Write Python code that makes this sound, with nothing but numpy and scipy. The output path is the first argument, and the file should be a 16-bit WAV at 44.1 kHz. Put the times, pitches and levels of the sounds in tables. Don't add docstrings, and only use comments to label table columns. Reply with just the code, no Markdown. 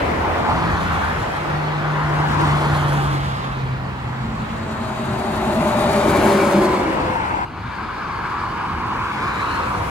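import sys
import numpy as np
from scipy import signal
from scipy.io import wavfile
from scipy.ndimage import uniform_filter1d

SR = 44100
rng = np.random.default_rng(int(sys.argv[2]) if len(sys.argv) > 2 else 0)


def persist_wave(psi):
    counts = np.round(np.clip(psi, -1, 1) * 32767).astype(np.int16)
    wavfile.write(sys.argv[1], SR, np.atleast_2d(counts).T)


N = 436590

# t/s, tyre roar/dB, body drone/dB,
# hiss near 3.7 kHz/dB re roar, air near 11 kHz/dB re roar
TRAFFIC = [
    [(0, -27.5, -29.5, -33, -42), (.5, -22.5, -32, -18.5, -38), (1.02, -24.5, -36.5, -21, -31.5),
     (1.4, -27.5, -37, -21.5, -33), (1.75, -27, -35.5, -17, -49), (2.1, -22.5, -35, -24, -38),
     (2.45, -22, -29.5, -17, -32.5), (3.0, -25, -33.5, -21, -25), (3.35, -29.5, -40, -13, -32.5),
     (3.8, -32.5, -42.5, -17.5, -49), (4.4, -32.5, -38.5, -16, -37), (4.9, -31, -35, -14, -27),
     (5.5, -27, -29, -15, -22.5), (5.95, -23.5, -25, -14, -21), (6.28, -21.5, -23.5, -16, -19),
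     (6.65, -25, -23.5, -14, -22), (6.9, -25, -25.5, -20, -32.5), (7.45, -25.5, -36, -23.5, -40)],
    [(7.45, -36, -37.5, -18, -38), (7.73, -27, -39, -19.5, -47), (8.3, -24.5, -41, -23.5, -45),
     (8.8, -25, -33.5, -23.5, -43), (9.2, -22.5, -36, -22, -37), (9.55, -22, -33.5, -21.5, -35),
     (9.9, -27, -39, -26, -26)],
]
# t/s, left lag of nearest vehicle/samples, far-traffic share,
# wash from all around/dB re roar, L-R level/dB
BEARING = [
    [(0, 6.5, 0.44, 5.5, 0.5), (.5, 5.5, 0.039, -3.5, .5), (.9, 7, .03, -1, 0), (1.5, 7.5, 0.1, 2, 0),
     (2.05, 4, .05, -4, 0.5), (2.35, 7, 0.33, -3.5, 0.3), (2.7, 5, 0.026, -3.5, 0),
     (3.3, 14, 0.031, -0.5, -0.3), (4.1, 5, 0.17, -1, -0.2), (4.5, 9, .2, 1, 0), (4.65, -0.5, 0.3, -1, 0.5),
     (6, -5, 0.046, -3, 1), (6.5, -1, 0.1, -2.5, 1), (6.95, 5, 0.46, -2.5, 0.5), (7.45, 13, 0.7, -7, 0.5)],
    [(7.45, 1.6, 0.065, -8.5, 0.5), (9.2, 1.5, 0.018, -6, 0.5), (9.9, 6.8, 0.058, -0.5, 0.64)],
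]
# f/Hz, relative density/dB
TYRE_SPECTRUM = [(300, -11.5), (600, -24), (800, -9.5), (1050, -7), (1400, -11), (1700, -14), (2100, -15.5),
                 (2300, -18), (3050, -16), (3400, -15.5), (4200, -14.5), (5800, -26), (7500, -24.5),
                 (11000, -38), (16000, -45.5)]
# f/Hz, relative density/dB
RUMBLE_SPECTRUM = [(40, -34), (70, 4.5), (100, -6.5), (150, -6.5), (220, -7.5), (350, -35)]
# f/Hz, relative density/dB
DRONE_SPECTRUM = [(120, -4), (220, -3), (350, -1.5), (480, -7), (700, -4), (1100, -9.5)]
# f/Hz, relative density/dB
DEEP_SPECTRUM = [(20, -18), (42, -4.5), (60, 9), (100, -4.5)]
# f/Hz, relative density/dB
WASH_SPECTRUM = [(150, -22), (300, -7), (550, 0), (850, 0), (1400, -5), (2200, -9), (3500, -19),
                 (6000, -30), (16000, -45)]
# f/Hz, relative density/dB
WIND_SPECTRUM = [(20, -12), (45, -4), (90, -22), (200, -2), (400, -42)]
# t/s, deep rumble level/dB, engine rumble level/dB
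BASS_LEVEL = [(0, -29.5, -29.5), (1, -36, -28.5), (1.7, -38, -34), (2.5, -36, -26.5), (3.4, -35, -31),
              (4.7, -54, -31), (6.1, -50, -25.5), (6.7, -35.5, -37), (7.45, -41, -32.5), (7.46, -43, -36.5),
              (9.9, -43, -30.5)]
# t/s, loudest roar f/Hz, strength 0-1
ROAD_ECHO = [(0, 1020, 0), (7.45, 970, 0.02), (7.46, 1090, 0.46), (8.8, 1070, 0.72), (9.55, 1230, 0.7),
             (9.9, 1010, 0)]
# peak t/s, f/Hz, glide/(Hz/s), width/octaves,
# lift/dB, duration/s, L-R level/dB
ROAR_BANDS = [(1.13, 3370, 1, 0.15, 6, 0.42, 4), (2.96, 3300, 0, 0.27, 7, .5, 3),
              (6.2, 2320, -150, 0.07, 10.5, 0.74, 1), (5.74, 820, 0, 0.17, 5.5, 0.43, 1),
              (7.29, 926, -51, 0.22, 6, 0.32, 6), (7.27, 2260, 0, 0.35, 5, 0.42, -3),
              (8.3, 4500, 50, 0.13, 6.5, 0.89, -3), (9.05, 1000, 50, 0.27, 4, 1, -5),
              (8.3, 1680, 50, 0.096, 8, 1.0, 2), (9.38, 3850, 1900, 0.11, 6.5, 0.5, 2),
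              (7.2, 2800, 0, .2, 6, .4, 0), (5.95, 600, -45, .11, 8, .85, 3),
              (5.1, 500, -30, .17, -6, .8, 0), (5.25, 880, 0, .5, 2, 0.29, 0),
              (5.06, 404, -20, .15, 4, .45, -2), (6.33, 354, -60, 0.18, 5, 0.59, -2),
              (8.4, 350, -60, 0.11, 6, .3, 0), (1.2, 1920, 0, 0.16, 4, 0.93, 4),
              (8.4, 2290, 0, 0.11, 5.5, 1, 4), (0.39, 590, 700, 0.38, 6.5, 0.27, -3),
              (0.5, 920, 350, .2, 4.5, 0.25, -4), (1.07, 1580, 1400, 0.27, 6, 0.16, 2),
              (2.4, 1010, 1200, 0.18, 4, 0.28, 3.5), (2.5, 2000, 500, 0.21, 1.5, 0.53, 2),
              (3.3, 700, 0, 0.44, 0, .25, -4), (9.5, 1600, 200, 0.11, 2.5, .25, 2),
              (9.36, 2250, 0, 0.21, 9.5, 0.33, 2), (8.57, 2950, 0, 0.084, 12, 0.55, 2),
              (4.2, 7300, 0, 0.18, 6.5, 0.64, 0), (8.4, 5400, 0, 0.11, 6, 0.72, 0),
              (5.6, 3730, -150, .07, 5, .8, 0), (5.2, 5500, 0, .15, -7, 0.82, -2)]
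# t/s, left lag/samples
HISS_LAG = [(0, 2), (.3, 4), (.75, 10), (1.45, 15), (1.55, 8), (2.05, 12), (2.15, 3), (2.7, 10), (3.2, 15),
            (3.5, 15.5), (3.58, 10), (4.35, 6), (4.45, -3), (5.9, -3.5), (6.4, 0), (7.44, 8), (7.46, 1),
            (8.5, 2), (9, 5), (9.4, 10.5), (9.9, 14)]
# f/Hz, diffuse share of a near vehicle, left-right likeness of diffuse sound
STEREO_SPREAD = [(60, .1, .9), (300, .05, .6), (620, .03, -.45), (1200, .03, 0), (2500, .12, 0),
                 (5000, .3, 0), (7000, .1, 0)]
# f/Hz, factor
SHADE_WEIGHT = [(100, .1), (700, 2.9), (1500, 5), (2800, 3.3), (5000, .1), (9000, .05)]
# peak t/s, f at rest/Hz, axle behind middle/m, blur/cycles, level/dB, swell/s, fade/s
TRUCK_TREADS = [(6.6, 312, 6, 0.07, -25, .13, 0.1), (6.63, 342, 7, 0.1, -23, 0.15, 0.1),
                (6.88, 332, 4, .05, -27, .12, .12), (5.55, 319, 6, .07, -35, .3, .3),
                (5.97, 372, 5, .04, -25.5, .22, .25), (6.33, 372, 5, 0.07, -19.5, .11, 0.17),
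                (6.68, 370, 5, .05, -22.5, .25, .13), (6.0, 546, 5, 0.09, -25, .5, 0.3),
                (6.33, 546, 4, .09, -24, .2, .15), (6.53, 548, 5, 0.1, -23.5, .12, 0.15),
                (6.88, 546, 4, .09, -33, .15, .15), (7.13, 538, 3, .07, -32, .17, .07),
                (4.8, 586, 5, .08, -37, .2, .25), (5.15, 556, 5, .08, -35, .2, .2),
                (5.58, 588, 5, .08, -30.5, .2, .2), (5.8, 566, 5, .12, -29, .4, .15),
                (6.1, 585, 5, .09, -30, .25, .2), (6.62, 582, 5, .09, -28, .2, .1),
                (6.25, 1020, 0, .1, -35, .5, .3), (6.76, 1020, 0, .07, -28, .17, .08),
                (6.25, 815, 0, .1, -31, .1, .1), (5.35, 350, 6.5, 0.1, -34, .4, 0.3)]
# t/s, level/dB
CAVITY_LEVEL = [(4.1, -39), (4.3, -35.5), (4.7, -31.5), (5.1, -34.5), (5.45, -26), (5.85, -26.5),
                (6.02, -29), (6.2, -26.5), (6.55, -22.5), (6.8, -30.5), (7.0, -43)]
# t/s, level/dB
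EXHAUST_LEVEL = [(.8, -41), (1.4, -34), (1.5, -26), (2.2, -22), (3.03, -20.5), (3.3, -26.5), (3.42, -34),
                 (3.6, -24.5), (3.74, -25.5), (3.96, -35), (4.06, -26.5), (4.35, -34.5), (4.65, -42),
                 (4.85, -33.5), (5.15, -32), (5.4, -49)]
# peak t/s, f at rest/Hz, axle behind front/m, blur/cycles, level/dB, swell/s, fade/s
PICKUP_TREAD = (2.9, 306.5, -1, 0.08, -36, 1.5, 0.5)
# peak t/s, firing order, level/dB, swell/s, fade/s
ENGINE_ORDERS = [(0.15, 1, -29.5, 0.28, 0.44), (1.03, 1, -29, .25, 0.2), (.72, 2, -28, .25, 0.33),
                 (.5, 3, -30.5, .15, 0.2), (0.479, 4, -32.5, 0.298, 0.2)]
# peak t/s, f/Hz, level/dB, swell/s, fade/s
FAR_HUM = (10.5, 492.5, -44, 1.5, 1)
# abreast t/s, speed/(m/s), distance to lane/m
TRUCK_PASS = (6.6, 31, 19)
# abreast t/s, speed/(m/s), distance to lane/m
PICKUP_PASS = (3.18, 30, 17)

FAR_LAG_SAMPLES, TREBLE_LAG_SAMPLES = -16.5, 8
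WASH_COMB_EXPONENT = 0.33
WIND_DB = -45
WHEEL_HZ, TREAD_THROB = 9.7, 0.3
CAVITY_HZ, CAVITY_CYCLES_PER_TURN, CAVITY_AXLE_M = 203.6, 21.2, -1.5
EXHAUST_HZ = 138.9
FIRING_HZ, SAG_HZ_PER_S = 84, 1.4
EDGE_HZ = 15800


def gain_of(db):
    return 10 ** (np.asarray(db) / 20)


def evened(x):
    return x / np.sqrt(np.mean(x ** 2) + 1e-20)


def columns(rows, x):
    knots, *values = np.transpose(rows)
    return [np.interp(x, knots, v) for v in values]


def wander(t, top_hz):
    rates_hz = np.geomspace(top_hz / 8, top_hz, 16)
    return evened(sum(np.sin(2 * np.pi * (f * t + rng.random())) / np.sqrt(f) for f in rates_hz))


def shape(points, hz, lo_hz, hi_hz):
    f, db = np.transpose(points)
    power = gain_of(2 * np.interp(np.log(hz + 1), np.log(f), db, left=-60, right=-60))
    return (power / power[(hz > lo_hz) & (hz < hi_hz)].sum())[:, None]


def swell(peak_s, db, rise_s, fade_s):
    t = np.arange(max(peak_s - 1.6 * rise_s, 0), peak_s + 1.47 * fade_s, 1 / SR)
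    return t, db - 10 * ((t - peak_s) / np.where(t < peak_s, rise_s, fade_s)) ** 2


def doppler(t, abreast_s, speed, lane_m, axle_m=0):
    to_go_m = speed * (abreast_s - t) + axle_m
    away_m = np.hypot(to_go_m, lane_m)
    return 1 / (1 - speed / 343 * to_go_m / away_m)


def tone(t, hz, db, lag, waver_db, fuzz, throb=0):
    phase = 2 * np.pi * (np.cumsum(hz) / SR + fuzz * wander(t, 30))
    level = np.sqrt(2) * gain_of(db + waver_db * wander(t, 24))
    level = level * (1 + throb) * signal.windows.tukey(len(t), .1)
    return t[0], level * np.sin([phase - 2 * np.pi * hz * lag / SR, phase])


def add(mix, s, sound):
    part = mix[:, round(s * SR):][:, :sound.shape[1]]
    part += sound[:, :part.shape[1]]


def tyre_power(t, hz, roar_db, hiss_db, air_db):
    f = hz[:, None]
    tread_power = shape(TYRE_SPECTRUM, hz, 750, 1700)
    hiss_db = hiss_db - 10 * np.log10(tread_power[(hz > 3000) & (hz < 4500)].sum())
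    air_db = air_db - 10 * np.log10(tread_power[(hz > 9800) & (hz < 12500)].sum())
    knots = np.log([1500, 3700, 11000])
    hissy = np.interp(np.log(f + 1), knots, [0, 1, 0])
    airy = np.interp(np.log(f + 1), knots, [0, 0, 1])
    treble_octaves = np.log2(np.maximum(f, 1500) / 1500)
    top_octaves = np.log2(np.maximum(f, 6000) / 6000)
    colour_db = hissy * hiss_db + airy * air_db
    colour_db += top_octaves * wander(t, 40) + 0.53 * treble_octaves * wander(t, 50)
    colour_db += 0.7 * np.exp(-np.log2((f + 1) / 1900) ** 2) * wander(t, 70)
    return tread_power * gain_of(2 * (roar_db + colour_db))


def roar_bands(t, f):
    bands_db, lean_db = 0, 0
    for peak_s, band_hz, glide, octaves, lift_db, lasts_s, side_db in ROAR_BANDS:
        centre_hz = np.maximum(band_hz + glide * (t - peak_s), 200)
        off_octaves = np.log2((f + 1) / centre_hz)
        band = np.exp(-(off_octaves / octaves) ** 2 - ((t - peak_s) / lasts_s) ** 2)
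        bands_db = bands_db + lift_db * band
        lean_db = lean_db + side_db * band
    return bands_db, lean_db


def road_comb(t, f):
    peak_hz, echo = columns(ROAD_ECHO, t)
    echo = np.clip(echo, 0, .95) * np.exp(-f / 4000)
    return (1 + echo ** 2 + 2 * echo * np.cos(np.pi * f / (0.56 * peak_hz))) / (1 + echo) ** 2


def bass_power(t, hz):
    deep_db, rumble_db = columns(BASS_LEVEL, t)
    rumble = shape(RUMBLE_SPECTRUM, hz, 70, 135) * gain_of(2 * rumble_db)
    return rumble + shape(DEEP_SPECTRUM, hz, 30, 62) * gain_of(2 * deep_db)


def lag_by_band(t, f, lag):
    lag = lag + (columns(HISS_LAG, t)[0] - lag) * np.clip((f - 1600) / 800, 0, 1)
    return lag + (TREBLE_LAG_SAMPLES - lag) * np.clip((f - 5200) / 1200, 0, 1)


def noise(t, hz):
    size = (len(hz), len(t))
    return rng.standard_normal(size) + 1j * rng.standard_normal(size)


def roar(rows, bearing):
    size, hop = 1024, 256
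    count = round((rows[-1][0] - rows[0][0]) * SR)
    t = rows[0][0] + np.arange(count // hop + 5) * hop / SR
    hz = np.fft.rfftfreq(size, 1 / SR)
    f = hz[:, None]
    roar_db, drone_db, hiss_db, air_db = columns(rows, t)
    lag, far, wash_db, pan_db = columns(bearing, t)
    diffuse, alike = (c[:, None] for c in columns(STEREO_SPREAD, hz))
    shade = columns(SHADE_WEIGHT, hz)[0][:, None]

    tyres = tyre_power(t, hz, roar_db, hiss_db, air_db)
    drone = shape(DRONE_SPECTRUM, hz, 250, 540) * gain_of(2 * drone_db)
    bands_db, lean_db = roar_bands(t, f)
    comb = road_comb(t, f)
    power = (tyres + drone) * comb * gain_of(2 * bands_db) + bass_power(t, hz)
    wash = shape(WASH_SPECTRUM, hz, 400, 1500) * gain_of(2 * (roar_db + wash_db)) * comb ** WASH_COMB_EXPONENT
    aimed = np.sqrt(power * (1 - diffuse))
    around = np.sqrt(power * diffuse + wash)

    far = np.clip(far, 0, 1)
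    near = noise(t, hz) * np.sqrt(1 - far)
    distant = noise(t, hz) * np.sqrt(far)
    around_right, unlike = noise(t, hz), noise(t, hz)
    around_left = alike * around_right + np.sqrt(1 - alike ** 2) * unlike
    delay = -2j * np.pi * f / SR
    aimed_left = near * np.exp(delay * lag_by_band(t, f, lag)) + distant * np.exp(delay * FAR_LAG_SAMPLES)
    left = aimed * aimed_left + around * around_left
    right = aimed * (near + distant) + around * around_right

    shadow = gain_of((pan_db * shade + lean_db) / 2)
    patches = uniform_filter1d(rng.standard_normal((len(hz), len(t))), 14, axis=1)
    patches = evened(uniform_filter1d(patches, 6, axis=0))
    z = np.array([left * shadow, right / shadow]) * gain_of(1.3 * patches)
    z += wind(t, hz)
    sound = signal.istft(z, nperseg=size, noverlap=size - hop)[1][:, :count]
    return sound * signal.windows.tukey(count, 60 / count)


def tread(row, vehicle, **kind):
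    peak_s, hz, axle_m, blur, *level = row
    t, db = swell(peak_s, *level)
    throb = TREAD_THROB * np.cos(2 * np.pi * (WHEEL_HZ * t + rng.random()))
    return tone(t, hz * doppler(t, *vehicle, axle_m), db, fuzz=blur, throb=throb, **kind)


def cavity():
    t = np.arange(CAVITY_LEVEL[0][0], CAVITY_LEVEL[-1][0], 1 / SR)
    hz = CAVITY_HZ * doppler(t, *TRUCK_PASS, CAVITY_AXLE_M)
    turns = np.cumsum(hz) / SR / CAVITY_CYCLES_PER_TURN
    throb = 0.85 * np.cos(2 * np.pi * turns - 3.3)
    return tone(t, hz, columns(CAVITY_LEVEL, t)[0], lag=1.0, waver_db=2.0, fuzz=0.11, throb=throb)


def exhaust():
    t = np.arange(EXHAUST_LEVEL[0][0], EXHAUST_LEVEL[-1][0], 1 / SR)
    hz = EXHAUST_HZ * doppler(t, *PICKUP_PASS)
    return tone(t, hz, columns(EXHAUST_LEVEL, t)[0], lag=17.0, waver_db=1.0, fuzz=0.022)


def engine(peak_s, order, *level):
    t, db = swell(peak_s, *level)
    return tone(t, round(order) * (FIRING_HZ - SAG_HZ_PER_S * t), db, lag=41, waver_db=1.0, fuzz=0.085)


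def far_hum(peak_s, hz, *level):
    t, db = swell(peak_s, *level)
    return tone(t, hz + 0 * t, db, lag=-11, waver_db=5.5, fuzz=0.058)


def wind(t, hz):
    gusts = np.array([noise(t, hz), noise(t, hz)])
    return gusts * np.sqrt(shape(WIND_SPECTRUM, hz, 20, 200)) * gain_of(WIND_DB + 0.97 * wander(t, 3))


def scene():
    mix = np.zeros((2, N))
    for rows, bearing in zip(TRAFFIC, BEARING):
        add(mix, rows[0][0], roar(rows, bearing))
    for row in TRUCK_TREADS:
        add(mix, *tread(row, TRUCK_PASS, lag=-1.8, waver_db=1.1))
    add(mix, *cavity())
    add(mix, *exhaust())
    add(mix, *tread(PICKUP_TREAD, PICKUP_PASS, lag=27, waver_db=4.0))
    for row in ENGINE_ORDERS:
        add(mix, *engine(*row))
    add(mix, *far_hum(*FAR_HUM))
    return mix


def record(dry):
    thin = signal.sosfilt(signal.butter(5, 39, "highpass", fs=SR, output="sos"), dry)
    band_limit = signal.firwin(511, EDGE_HZ, window=("kaiser", 9), fs=SR)
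    return signal.oaconvolve(thin, band_limit[None], "same")


dry = scene()
out = record(dry)
persist_wave(out)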